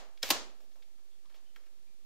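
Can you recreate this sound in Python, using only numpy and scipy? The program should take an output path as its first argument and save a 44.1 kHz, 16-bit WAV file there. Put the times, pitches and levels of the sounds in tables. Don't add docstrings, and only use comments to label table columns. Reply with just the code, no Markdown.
import sys
import numpy as np
from scipy import signal
from scipy.io import wavfile

SR = 44100
rng = np.random.default_rng(int(sys.argv[2]) if len(sys.argv) > 2 else 0)


def boost(x):
    u = np.asarray(x, float) / 20
    return 10 ** u


def store_pcm(level_fs):
    pcm = np.round(np.clip(level_fs, -1, 1) * 32767).astype(np.int16)
    wavfile.write(sys.argv[1], SR, np.atleast_2d(pcm).T)


N = 90405
LEAD = 4410
CENTRES = 20 * 2 ** np.arange(.25, 10, .5)


# (time [s], level [dB], chatter length [s], colour [Hz])
KNOCK_TOUCHES = [
    (.2284, -31, 0.0053, 4900),
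    (.2296, -29.5, 0.0028, 4800),
    (.2318, -32.5, 0.0026, 4850),
    (.2340, -38, 0.0049, 2200),
    (.2405, -42, .002, 2500),
    (.236, -38.5, 0.017, 650),
]
# (frequency [Hz], level [dB], t60 [s])
LIP_MODES = [(550, 0, 0.02), (1325, -1, .03), (1600, -3.5, 0.045), (1842, -3, 0.027), (2190, -5, 0.065),
             (2300, -1, 0.02), (3300, -2, .04), (3600, -6.5, 0.015), (4370, -1.5, 0.013), (5340, -2, 0.06),
             (5790, -19, 0.051), (7350, -12.5, 0.027)]


def knock():
    return contacts(KNOCK_TOUCHES, LIP_MODES, body_db=-29, reach_db=12)


# (time [s], level [dB], chatter length [s], colour [Hz])
SNAP_TOUCHES = [
    (.2895, -40, 0.0084, 12100),
    (.3022, -30, 0.003, 6130),
    (.3033, -18.5, 0.0014, 7000),
    (.3045, -20.5, 0.0075, 3300),
    (.3065, -27.5, 0.01, 462),
    (.3094, -21.5, 0.0022, 2969),
    (.3185, -27, 0.0027, 1480),
]
# (frequency [Hz], level [dB], t60 [s])
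BODY_MODES = [(240, -1.5, 0.064), (338.7, 0.5, 0.043), (572.4, -6.5, 0.076), (584, 1, 0.045),
              (790, 4, 0.026), (1096, -1.5, 0.072), (1467, -9.5, 0.033), (1869, 0, 0.013),
              (2400, -12, 0.018), (3228, -3, 0.015), (3909, -5.5, 0.015), (4600, -5, 0.0042),
              (5187, 1.5, .015), (6500, -7, 0.01)]


def snap():
    return contacts(SNAP_TOUCHES, BODY_MODES, body_db=-36.5, reach_db=5)


SLIDE_FROM_S, SLIDE_LATEST_S, SLIDE_DB, SLIDE_HZ = 0.22, 0.35, -43.5, 2500


def slide():
    out, t = silence(), np.arange(LEAD) / SR
    shape = np.clip(t / 0.011, 0, 1) * (t < SLIDE_LATEST_S - SLIDE_FROM_S)
    add(out, SLIDE_FROM_S, SLIDE_DB, chatter(shape, SLIDE_HZ, BODY_MODES, body_db=-82, reach_db=7.5))
    return out


# (time [s], level [dB], chatter length [s], colour [Hz])
EARLIER_TOUCHES = [
    (-.07, -32, 0.015, 705),
    (-.06, -38, .02, 2120),
]


def earlier_knock():
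    return contacts(EARLIER_TOUCHES, BODY_MODES, body_db=-90, reach_db=8.5)


# (time [s], level [dB], chatter length [s], colour [Hz])
FINGER_TOUCHES = [(.174, -57.5, 0.008, 2917), (.604, -58.5, 0.052, 443), (.715, -71.5, 0.018, 3340),
                  (.756, -60.5, .025, 714), (.822, -60.5, 0.0054, 2800), (.8265, -61.5, .007, 3200),
                  (.98, -68.5, .02, 857), (1.256, -64.5, 0.0047, 3500), (1.295, -69.5, .02, 2700),
                  (1.323, -65.5, 0.0056, 3010), (1.342, -64, 0.039, 2500), (1.345, -59, 0.02, 665),
                  (1.36, -69, 0.025, 5070), (1.548, -72, .01, 2083), (1.5602, -47.5, 0.0032, 2100),
                  (1.5645, -52.5, 0.0043, 1480), (1.635, -71, 0.026, 1997), (1.666, -63, 0.0063, 1795),
                  (1.3, -65.5, 0.04, 900), (1.385, -73, .03, 1210), (1.6, -65, .02, 500),
                  (1.563, -59.5, 0.025, 500), (1.66, -59.5, 0.01, 300)]


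def finger_ticks():
    return contacts(FINGER_TOUCHES, LIP_MODES, body_db=-35.5, reach_db=16)


# (time [s], length [s], level [dB], pitch [Hz])
SQUEAK_EVENTS = [
    (1.111, 0.052, -74.5, 3440),
    (1.244, .03, -72, 1125),
    (1.31, 0.02, -75, 1730),
    (1.455, 0.07, -77, 3050),
    (1.866, 0.071, -79.5, 2400),
    (0.735, 0.018, -76, 6500),
]
SQUEAK_WIDTH_HZ = 210


def squeaks():
    out, t = np.zeros(N), np.arange(N) / SR
    for s, length, db, hz in SQUEAK_EVENTS:
        u = np.clip((t - s) / length, 0, 9)
        tone = ring(rng.standard_normal(N), hz, 3.4 / SQUEAK_WIDTH_HZ)
        out += boost(db) * rms_one(tone) * np.minimum(u * 8, 1) * np.exp(-u ** 2)
    return out


def contacts(rows, modes, body_db, reach_db):
    out, t = silence(), np.arange(LEAD) / SR
    onset = np.minimum(t / .0003, 1)
    for s, db, length, colour_hz in rows:
        shape = onset * np.exp(-(t / length) ** 2)
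        add(out, s, db, chatter(shape, colour_hz, modes, body_db, reach_db))
    return out


TOUCHES_PER_S, TOUCH_SPREAD_DB = 12000, 3.5
DIRECT_LIKENESS = .75
# (frequency [Hz], density [dB per Hz])
CRACK_COLOUR = [(200, -10), (600, -7.5), (1600, -13), (3200, -6), (7500, -10), (10000, -23), (13000, -6.5),
                (16000, -16.5)]


def chatter(shape, colour_hz, modes, body_db, reach_db):
    chance, size, sign = rng.random((3, 2, len(shape)))
    touching = chance < TOUCHES_PER_S / SR
    clicks = shape * touching * boost(-TOUCH_SPREAD_DB * np.log(size + 0.024)) * np.sign(sign - .5)
    colour_db = at_hz(CRACK_COLOUR, CENTRES) + weight_db(CENTRES, colour_hz, reach_db)
    gains = boost(colour_db) * np.sqrt(CENTRES / SR) * (CENTRES > 50)
    energy = np.sum(shape ** 2)
    crack = 0
    for k, (_, band) in enumerate(bands([clicks + 1e-9])):
        level = np.sqrt(energy / np.sum(band ** 2, axis=1, keepdims=True))
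        crack = crack + (-1) ** k * gains[k] * band * level
    blow = np.sqrt(energy) * (np.arange(len(shape)) == 8)
    body = 0
    for k, (hz, db, t60) in enumerate(modes):
        gain = boost(db + body_db + weight_db(hz, colour_hz, reach_db))
        body = body + (-1) ** k * gain * ring(blow, hz, t60)
    pressure = pair(crack[0], crack[1], DIRECT_LIKENESS) + body
    return np.vstack([pressure, np.outer(gains, shape) ** 2])


def weight_db(hz, colour_hz, reach_db):
    return -reach_db * (1 - np.exp(-np.log2(hz / colour_hz) ** 2))


def ring(clicks, hz, t60):
    r, w = boost(-60 / (t60 * SR)), 2 * np.pi * hz / SR
    return signal.lfilter([0, np.sin(w)], [1, -2 * r * np.cos(w), r * r], clicks + 1e-18)


def silence():
    return np.zeros((2 + len(CENTRES), N + 2 * LEAD))


def add(out, s, db, sound):
    i = LEAD + int(s * SR)
    out[:2, i:i + LEAD] += boost(db + 8) * sound[:2]
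    out[2:, i:i + LEAD] += boost(db + 13.5) ** 2 * sound[2:]


def rms_one(x):
    return x / np.sqrt(np.mean(x ** 2) + 1e-20)


def at_hz(points, hz):
    table = np.array(points)
    return np.interp(np.log(hz), np.log(table[:, 0]), table[:, 1])


def bands(x):
    edges = 20 * 2 ** np.arange(0, 10.1, .5)
    for k, (low, high) in enumerate(zip(edges, edges[1:])):
        sos = signal.butter(2, [low, high], "band", fs=SR, output="sos")
        yield np.sqrt(low * high), signal.sosfilt(sos, x[k % len(x)])


def pair(mid, side, alike):
    alike = np.clip(alike, -1, 1)
    return np.sqrt(1 + alike) * mid + np.sqrt(1 - alike) * side * [[1], [-1]]


ROOM_DB, ROOM_GAP_S, ROOM_LIKENESS_HZ = -6.5, 0.0017, 500
# (frequency [Hz], density [dB per Hz])
TAIL_COLOUR = [(200, -9.5), (500, -4), (1100, -5), (2400, -11.5), (5500, -7.5), (9000, -17.5),
               (16000, -25.5)]
# (frequency [Hz], t60 [s])
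ROOM_DECAY = [(200, .56), (700, .47), (2000, .41), (4000, .37), (6500, .33), (11000, .23), (15000, .17)]


def room(power):
    out, rise = 0, np.exp(-1 / (ROOM_GAP_S * SR))
    noise = rng.standard_normal((2, 2, power.shape[1]))
    for p, (hz, (mid, side)) in zip(power, bands(noise)):
        keep = boost(-120 / (at_hz(ROOM_DECAY, hz) * SR))
        stored = signal.lfilter([1 - keep], [1, -keep], p + 1e-24)
        held = signal.lfilter([1 - rise], [1, -rise], stored)
        field = pair(rms_one(mid), rms_one(side), 1 / (1 + (hz / ROOM_LIKENESS_HZ) ** 2))
        gain = boost(ROOM_DB + at_hz(TAIL_COLOUR, hz) - at_hz(CRACK_COLOUR, hz))
        out = out + gain * np.sqrt(held) * field
    return out


MIC_LOW_HZ, MIC_LEAK_DB = 192, -26
MIC_DIP_HZ, MIC_DIP_WIDTH_HZ, MIC_DIP_SHARE = 9800, 1800, 0.47


def microphone(x):
    high_pass = signal.butter(8, MIC_LOW_HZ, "high", fs=SR, output="sos")
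    cut = signal.sosfilt(high_pass, x) + boost(MIC_LEAK_DB) * x
    b, a = signal.iirpeak(MIC_DIP_HZ, MIC_DIP_HZ / MIC_DIP_WIDTH_HZ, fs=SR)
    return cut - MIC_DIP_SHARE * signal.lfilter(b, a, cut)


HISS_DB, HUM_HZ, HUM_DB = -72.5, 52.58, -85.5
# (frequency [Hz], density [dB per Hz])
HISS_COLOUR = [(20, -13), (50, -21), (130, -31), (220, -28), (1300, -39), (5200, -36.5), (9000, -42),
               (16000, -44.5)]
# (frequency [Hz], likeness [-1 to 1])
FLOOR_LIKENESS = [(60, -0.54), (290, 0.56), (640, 0.17), (15000, -0.33)]


def hiss():
    out = 0
    for hz, (mid, side) in bands(rng.standard_normal((2, 2, N + LEAD))):
        out = out + boost(at_hz(HISS_COLOUR, hz)) * pair(mid, side, at_hz(FLOOR_LIKENESS, hz))
    out = out[:, LEAD:]
    hum = boost(HUM_DB) * np.sin(2 * np.pi * HUM_HZ * np.arange(N) / SR)
    return boost(HISS_DB) * out / np.sqrt(np.mean(out.mean(0) ** 2)) + hum


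PAN_DB = .5


def scene():
    floor = hiss() + squeaks()
    tray = knock() + snap() + slide() + earlier_knock() + finger_ticks()
    direct = tray[:2] * boost(np.array([[.5], [-.5]]) * PAN_DB)
    heard = direct + room(tray[2:])
    return microphone(heard)[:, LEAD:LEAD + N] + floor


def top_cut(x):
    return signal.sosfilt(signal.butter(12, 16600, fs=SR, output="sos"), x)


CONVERTER_OFFSET = [
    [-.00285],
    [.00692],
]


def record(dry):
    low_pass = signal.cheby2(12, 60, 16500, fs=SR, output="sos")
    mix = signal.sosfilt(low_pass, dry) + np.array(CONVERTER_OFFSET)
    return top_cut(mix)


dry = scene()
out = record(dry)
store_pcm(out)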